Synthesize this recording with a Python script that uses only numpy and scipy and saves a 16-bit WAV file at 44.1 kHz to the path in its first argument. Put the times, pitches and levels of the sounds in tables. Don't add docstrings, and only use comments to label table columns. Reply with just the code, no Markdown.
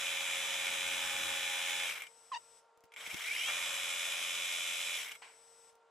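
import sys
import numpy as np
from scipy import signal
from scipy.io import wavfile
from scipy.ndimage import uniform_filter1d

SR = 44100
rng = np.random.default_rng(int(sys.argv[2]) if len(sys.argv) > 2 else 0)


def to_wav(sig):
    pcm = np.clip(np.atleast_2d(sig), -1, 1) * 32767
    pcm = np.round(pcm).astype(np.int16)
    wavfile.write(sys.argv[1], SR, pcm.T)


N = 260189
TIME = np.arange(N) / SR
COARSE_TIME = np.arange(0, N + 64, 64) / SR
BINS = np.fft.rfftfreq(N, 1 / SR)

MESH_HZ, SHAFT_HZ = 86.64, 30.2
RUN_UP_S, BRAKE_S = 0.59, 0.225
TAKE_UP, DIE_AWAY = 0.072, 0.33
WHISTLE_HZ = 8015

# (switch on [s], brake [s], growl [dB], rattle [dB], hiss [dB])
RUNS = [(-1, 1.865, -48, -41, -46), (2.92, 4.972, -52, -42, -45.5)]
# (pulling [dB], braking [dB], exponent)
SLOWING = [(4, 11.5, 1.17), (10, 19.5, 1.63), (14, 26.5, 1.45)]
# (frequency [Hz], level [dB])
HEADSTOCK = [(100, -26), (380, -21), (560, -8.5), (1000, -6.5), (1900, -3.5), (3000, 0), (3950, -5.5),
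             (4300, -15), (4800, -12.5), (5400, -7.5), (9000, -13.5), (12000, -15.5), (13200, -28.5),
             (15500, -38.5)]
# (frequency [Hz], width [Hz], lift [dB])
CASTING_MODES = [(1443, 91, 4.3), (1930, 78, 1.2), (2155, 22, 11), (2358, 160, 9), (3240, 480, 3.9),
                 (7825, 620, 5.9), (10510, 530, 7)]
# (frequency [Hz], level [dB])
GROWL_TONES = [
    [(549.1, -58.5), (732.1, -77), (915.2, -64), (1211, -66), (1384, -77), (1717, -65), (1809, -58.5)],
    [(549.1, -64), (597.5, -67), (732.1, -71), (1098, -66), (1211, -65.5), (1389, -63.5), (1723, -72),
     (1814, -61.5)],
]
# (frequency [Hz], level [dB])
DRONE_TONES = [(274.6, -76), (823.6, -56), (1470, -61), (1561, -61.5), (1744, -54)]
# (frequency [Hz], level [dB])
GEAR_TONES = [(2164, -59.5), (2250, -54.5), (2342, -56.5), (2428, -50), (2514, -57), (2600, -56),
              (2686, -63.5), (2859, -57), (2977, -58.5), (3117, -56), (3295, -73), (3381, -58), (3467, -50),
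              (3553, -60.5), (3639, -71), (3811, -63.5), (3898, -56.5), (4075, -83)]
# (frequency [Hz], level [dB])
BEARING_TONES = [(5200, -71), (5959, -61), (6062, -62), (6325, -59), (6498, -66), (6848, -59),
                 (6934, -57.5), (7542, -63), (7607, -55), (7897, -66.5), (8145, -68.5), (10314, -65),
                 (10605, -75.5), (10745, -73)]
# (frequency [Hz], level [dB])
SIDEBANDS = [(11250, -61.5), (12450, -67), (13650, -72), (14850, -63)]
# (start [s], end [s], trend [dB/s], landing bite [dB], scrape [dB], shake [dB],
# growl [dB])
CUTS = [(-0.1, 1.28, 10.5, 2.5, -63, -69.5, -69), (3.46, 4.62, -10, 9, -56, -78, -48)]
# (frequency [Hz], level [dB])
GRIT = [(400, -25), (1200, 14.5), (3000, 2), (4500, -4.5), (6000, 6), (9000, 6.5), (10500, -13.5),
        (12500, 0.5), (14000, -26)]
# (frequency [Hz], level [dB])
BED = [(20, -8), (45, -17.5), (80, -0.5), (160, -3.5), (300, -1.5), (500, -3.5), (900, -17.5)]
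# (frequency [Hz], level [dB])
HUM_TONES = [(458.5, -74), (920.5, -75.5), (1061, -95.5), (1378, -79), (4900, -99)]
# (frequency [Hz], level [dB])
ROOM_AIR = [(24, -49), (60, -33), (250, -27.5), (350, -20.5), (440, -7), (560, -7), (950, -7.5),
            (1400, -13), (1700, -18), (3500, -24.5), (5500, -31), (8000, -30), (12500, -52.5), (15000, -77)]
# (frequency [Hz], level [dB])
TORQUE_TONES = [(2426, -53), (2860, -48), (3381, -50), (3466, -49), (3899, -53), (6931, -53)]
# (time [s], level [dB])
KNOCKS = [(1.896, -34.5), (1.923, -43), (2.0205, -38), (2.035, -45.5), (2.068, -45), (2.9203, -55),
          (2.9383, -49), (2.9625, -45), (3.054, -46), (3.1, -43), (5.012, -45), (5.112, -44), (5.1171, -38),
          (5.1525, -45)]
# (frequency [Hz], level [dB])
HOLD_HISS = [(900, -16), (2000, -7.5), (3800, -7.5), (4500, -12), (5400, -0.5), (6800, -10.5), (8000, -9),
             (8700, -6), (9300, -10), (12000, -16.5), (13500, -37)]
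# (time [s], thud [dB], tick [dB])
BUMPS = [(2.017, -82, -52), (2.775, -72, -64), (2.807, -83, -61), (2.838, -57.5, -68), (2.854, -71, -62),
         (3.075, -58, -37), (3.133, -53, -48), (3.144, -46.5, -35), (5.629, -77, -61), (5.728, -75, -69),
         (5.754, -69, -60)]
# (frequency [Hz], level [dB])
THUD = [(30, -32), (90, -22), (180, -5.5), (350, -1), (800, -26), (2000, -12), (8000, -23)]
# (start [s], length [s], first pitch [Hz], last pitch [Hz], level [dB])
SLIPS = [(2.316, 0.04, 1134, 875, -33.5), (2.3557, 0.024, 975, 935, -35.5)]
# (multiple of the pitch, level [dB])
SQUEAK_PARTIALS = [(1, -1.5), (2, -19), (3, -17), (4, -23), (5, -23.5), (6, -28), (7, -30)]
# (frequency [Hz], level [dB])
SKIN = [(180, -100), (300, -8), (620, 4), (940, 8), (1030, 10), (1240, 0.5), (2230, 9), (4680, -6.5),
        (8290, -12), (12000, -26), (15600, -56), (22000, -120)]
# (frequency [Hz], side minus mid [dB])
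WIDTH = [(60, 1), (200, 3), (380, -7.5), (700, -8), (1300, -9), (2400, -7.5), (4400, -7), (8000, -5),
         (13000, 4)]
# (frequency [Hz], left minus right [dB])
LEAN = [(60, 2.5), (200, 3), (700, 1), (1300, -0.5), (2400, 0), (4400, 2), (8000, 2.5), (14000, 2)]


def amp(db):
    return 10 ** (np.asarray(db) / 20)


def unit(x):
    return x / np.sqrt(np.mean(x ** 2) + 1e-20)


def spectrum(points):
    hz, db = np.transpose(points)
    return np.interp(np.log(BINS + 1), np.log(hz + 1), db)


def colour(x, db):
    size = 4096
    log_gain = np.log(amp(np.interp(abs(np.fft.fftfreq(size, 1 / SR)), BINS, db)))
    response = np.fft.ifft(np.exp(np.conj(signal.hilbert(log_gain)))).real
    return signal.oaconvolve(x, response[:size // 2])[:N]


def noise(points):
    return unit(colour(rng.standard_normal(N), spectrum(points)))


def drift(per_s, t=TIME):
    knots = rng.standard_normal(8192)
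    return unit(np.interp(t * per_s, np.arange(len(knots)), knots))


def grains(per_s, spread_db):
    sizes = amp(spread_db * np.minimum(rng.exponential(1, N), 4)) * rng.choice([-1, 1], N)
    return unit(sizes * (rng.random(N) < per_s / SR))


def turning(hz):
    return 2 * np.pi * (np.cumsum(hz * np.ones(N)) / SR + rng.random())


def ramp(start, length):
    return np.clip((TIME - start) / length, 0, 1)


def envelope(start, end, rise_s, fade_db_per_s):
    return ramp(start, rise_s) * amp(-fade_db_per_s * np.maximum(TIME - end, 0))


def burst(start, t60):
    out = np.zeros(N)
    part = out[round(start * SR):][:SR // 4]
    part += amp(-60 * TIME[:len(part)] / t60)
    return out


def spindle(on, brake):
    return ramp(on, RUN_UP_S) * (1 - ramp(brake, BRAKE_S))


def drive_gains(speed, pull):
    meshed = sum(amp(levels_db)[:, None] * uniform_filter1d((spindle(on, brake) > TAKE_UP) * 1., 200)
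                 for on, brake, *levels_db in RUNS)
    alive = np.clip(speed / DIE_AWAY + pull, 0, 1)
    slow = np.clip(1 - speed, 0, 1)
    slowing_db = [-(pull * pull_db + (1 - pull) * brake_db) * slow ** bend
                  for pull_db, brake_db, bend in SLOWING]
    return abs(meshed) * alive * amp(slowing_db)


def headstock():
    modes_db = sum(db / (1 + (2 * (BINS - hz) / width) ** 2) for hz, width, db in CASTING_MODES)
    return spectrum(HEADSTOCK) + modes_db


def whine(speed, tones, gain, tone_db, waver_db, speed_power):
    body, out = headstock(), np.zeros(N)
    pace, travel = np.interp(COARSE_TIME, TIME, speed), np.cumsum(speed) / SR
    for hz, db in tones:
        harmonic = np.round(hz / MESH_HZ) * MESH_HZ
        hz = harmonic if abs(hz - harmonic) < 7 else hz
        lift_db = np.interp(hz * pace, BINS, body) - np.interp(hz, BINS, body)
        size = amp(db + np.minimum(lift_db, 5) + waver_db * drift(16, COARSE_TIME)) * pace ** speed_power
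        lag = .6 * ((hz - 2900) / 1000) ** 2 + .3 * rng.random()
        out += np.interp(TIME, COARSE_TIME, size) * np.sin(2 * np.pi * (hz * travel + lag))
    full_speed = (speed > .99) & (gain > 1e-4)
    return np.sqrt(2) * amp(tone_db) * out * gain / np.median(gain[full_speed])


def drive_tones(speed, runs, low, middle, high):
    growl = sum(whine(speed, tones, low * (run > 0), tone_db=0, waver_db=1, speed_power=5.2)
                for tones, run in zip(GROWL_TONES, runs))
    swell = amp(12.5 * np.minimum(TIME - 1.07, 0))
    drone = swell * whine(speed, DRONE_TONES, runs[0], tone_db=-0.5, waver_db=-1, speed_power=3)
    gears = whine(speed, GEAR_TONES, middle, tone_db=2.5, waver_db=0.9, speed_power=0.99)
    bearings = whine(speed, BEARING_TONES, high, tone_db=-2.5, waver_db=3, speed_power=0.62)
    return growl + drone + gears + bearings


def rattle(speed, gains):
    mesh, shaft = 2 * np.pi * MESH_HZ * np.cumsum(speed) / SR, turning(SHAFT_HZ * speed)
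    force = amp(2.8 * np.cos(mesh) + 1.1 * np.cos(mesh - shaft) + 0.66 * drift(90))
    impacts, body = grains(per_s=12000, spread_db=1.5), headstock()
    below = 1 / (1 + (BINS / 1950) ** 16)
    above = 1 - 1 / (1 + (BINS / 4300) ** 16)
    bands_db = [body + 10 * np.log10(abs(share) + 1e-7) for share in (below, 1 - below - above, above)]
    return sum(gain * amp(db) * unit(colour(impacts * force ** depth, band_db))
               for band_db, gain, db, depth in zip(bands_db, gains, (-1, -3, -2), (.5, 1.05, .75)))


def buzz(speed, gain):
    flaws = rng.standard_normal(512)
    cycle = turning(MESH_HZ * speed) / (2 * np.pi) % 1
    strikes = flaws[(cycle * len(flaws)).astype(int) % len(flaws)]
    thin_db = spectrum([(1500, -18.5), (4000, -40), (5200, 7.5), (9000, 4.5), (11000, 5.0)])
    return amp(-9) * gain * unit(colour(strikes, headstock() + thin_db))


def inverter(speed, gain, carrier_hz=13080):
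    tones = sum(amp(db) * np.sin(turning(carrier_hz + (hz - carrier_hz) * speed)) for hz, db in SIDEBANDS)
    return tones * np.minimum(speed / .35, 1) * (gain / gain.max()) ** .25


def cutting_gains(bite_s=0.045):
    gains = np.zeros((3, N))
    for start, end, trend_db_per_s, bite_db, *levels_db in CUTS:
        age = np.clip(TIME - start, 0, end - start)
        touch = envelope(start, end, rise_s=0.035, fade_db_per_s=93)
        pressure = touch * amp(trend_db_per_s * age + bite_db * np.exp(-(age / bite_s) ** 2))
        gains += amp(levels_db)[:, None] * pressure
    return gains


def scrape(gain, turn_hz=11.6):
    pressure = amp(.6 * np.sin(turning(turn_hz)) + 0.65 * drift(23))
    return gain * pressure * unit(colour(grains(per_s=4100, spread_db=4.5), spectrum(GRIT)))


def bed_rumble(speed, cut_shake):
    idle = amp(-67 - 18.5 * (1 - speed)) * np.minimum(speed / TAKE_UP, 1)
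    return np.hypot(idle, cut_shake) * amp(-0.9 * drift(8)) * np.array([noise(BED), noise(BED)])


def workshop():
    hum = sum(amp(db + 1.8 * drift(7.6)) * np.sin(turning(hz + 1.15 * drift(11))) for hz, db in HUM_TONES)
    return np.sqrt(2) * hum + amp(-71.5) * noise(ROOM_AIR)


def loose_mode(hz=2230, half_width_hz=170):
    return 1 / (1 + ((BINS - hz) / half_width_hz) ** 2)


def loose_teeth(speed, gain):
    slack = np.sqrt(np.clip(1 - speed, 0, 1))
    ringing = unit(colour(grains(per_s=560, spread_db=8.5), 20 * np.log10(loose_mode())))
    return amp(-3) * gain * slack * ringing


def strained_teeth(speed, torque, flutter_db=2.5, pitch_flutter=0.011):
    low_cut_db = 10 * np.log10(1 + (2000 / (BINS + 1)) ** 22)
    body, out = headstock() - low_cut_db + 6 * loose_mode(), np.zeros(N)
    for hz, db in TORQUE_TONES:
        size = amp(db + np.interp(hz * speed, BINS, body) + flutter_db * drift(200))
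        out += size * np.sin(turning(hz * speed * (1 + pitch_flutter * drift(500))))
    return out * torque


def knocks(crack_t60=0.0016, clatter_t60=0.045):
    blows = sum(amp(db) * (burst(s, clatter_t60) + amp(1) * burst(s, crack_t60)) for s, db in KNOCKS)
    return amp(3) * colour(blows * rng.standard_normal(N), headstock() + 6 * loose_mode())


def holding_motor(hold_s=0.503, lead_s=0.08, droop_hz_per_s=45000):
    out = np.zeros(N)
    hiss_and_tremble = amp(-1) * noise(HOLD_HISS) + amp(-21.5) * noise(BED)
    for _, brake, *_ in RUNS:
        rest = brake + BRAKE_S
        droop_hz = droop_hz_per_s * np.clip(TIME - rest - hold_s, 0, .1)
        grip = np.clip(1 - droop_hz / 700, 0, 1)
        whistle = amp(1) * grip * np.sin(turning(WHISTLE_HZ - droop_hz + 9 * drift(150)))
        held = envelope(rest - lead_s, rest + hold_s, rise_s=.012, fade_db_per_s=190)
        out += held * (whistle + hiss_and_tremble * amp(-4 * (1.5 - grip)))
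    return amp(-65.5) * out


def bumps(thud_t60=0.037, tick_t60=0.004, bed_hz=85):
    thuds = sum(amp(db) * burst(s, thud_t60) for s, db, _ in BUMPS)
    rocking = sum(amp(db - 10) * burst(s, thud_t60) * np.sin(2 * np.pi * bed_hz * (TIME - s))
                  for s, db, _ in BUMPS)
    ticks = sum(amp(db) * burst(s, tick_t60) for s, _, db in BUMPS)
    tick_spectrum = [(500, -16), (8000, -8), (12000, -19), (15000, -26)]
    return rocking + thuds * noise(THUD) + ticks * noise(tick_spectrum)


def finger_squeak(rise_s=0.003, fall_s=0.0061, sag_db=4):
    out = np.zeros(N)
    for start, length, first_hz, last_hz, slip_db in SLIPS:
        progress = ramp(start, length)
        hz = last_hz + (first_hz - last_hz) * (1 - progress) ** 1.1
        phase = turning(hz * (1 + 0.0145 * drift(700)))
        brightness = amp(2 + 0.123 * (991 - hz))
        wave = sum(amp(db) * np.sin(k * phase + k * k) * (brightness if k > 1 else 1)
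                   for k, db in SQUEAK_PARTIALS)
        touch = ramp(start, rise_s) * (1 - ramp(start + length - fall_s, fall_s))
        out += amp(slip_db - sag_db * progress) * touch * (wave + 0.091 * noise(SKIN))
    return out


def starting_motor(from_hz=7520, delay_s=0.037, glide_s=0.13):
    on = RUNS[-1][0]
    hz = from_hz + (WHISTLE_HZ - from_hz) * ramp(on + delay_s, glide_s)
    swell = envelope(on + delay_s / 2, on + delay_s + glide_s, rise_s=0.048, fade_db_per_s=130)
    return amp(-60) * swell * np.sin(turning(hz + 7 * drift(150)))


def palm(at_s=5.217, rise_s=0.0053):
    return amp(-50.5) * envelope(at_s, at_s + rise_s, rise_s, fade_db_per_s=159) * noise(SKIN)


def reflections(x, side_db, t60, sweep_rad):
    t = TIME[:SR // 8]
    tails = rng.standard_normal((2, len(t))) * amp(-60 * t / t60)
    first, second = (signal.oaconvolve(x, tail / np.linalg.norm(tail))[:N] for tail in tails)
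    angle = sweep_rad * drift(40)
    side = colour(first * np.cos(angle) + second * np.sin(angle), spectrum(WIDTH) + side_db)
    return np.array([x + side, x - side])


def scene():
    runs = [spindle(on, brake) for on, brake, *_ in RUNS]
    speed = sum(runs) * (1 + .0002 * drift(14))
    torque = uniform_filter1d(np.gradient(sum(runs)) * SR, size=1500)
    pull, braking = np.clip(torque * RUN_UP_S, 0, 1), np.clip(-torque * BRAKE_S, 0, 1)
    cut_scrape, cut_shake, cut_growl = cutting_gains()
    low, middle, high = drive_gains(speed, pull)
    low = np.hypot(low, cut_growl)
    contact = amp(-4 * braking)
    tones = contact * drive_tones(speed, runs, low, middle, high)
    tones += strained_teeth(speed, pull + amp(-13) * braking) + holding_motor() + starting_motor()
    clatter = rattle(speed, (low, middle, high)) + loose_teeth(speed, middle) + buzz(speed, high)
    clatter += knocks() + bumps()
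    work = scrape(cut_scrape) + finger_squeak() + palm()
    return (reflections(clatter + work, side_db=0.5, t60=0.078, sweep_rad=2.33)
            + reflections(tones, side_db=-2, t60=0.099, sweep_rad=0.18)
            + reflections(workshop(), side_db=-4, t60=0.098, sweep_rad=.8)
            + bed_rumble(speed, cut_shake) + inverter(speed, middle))


def record(dry, edge_hz=15700):
    lean_db = spectrum(LEAN) / 2
    heard = np.array([colour(dry[0], lean_db), colour(dry[1], -lean_db)])
    low_pass = signal.firwin(511, edge_hz, window=("kaiser", 9), fs=SR)
    return signal.oaconvolve(heard, low_pass[None], "same")


dry = scene()
out = record(dry)
to_wav(out)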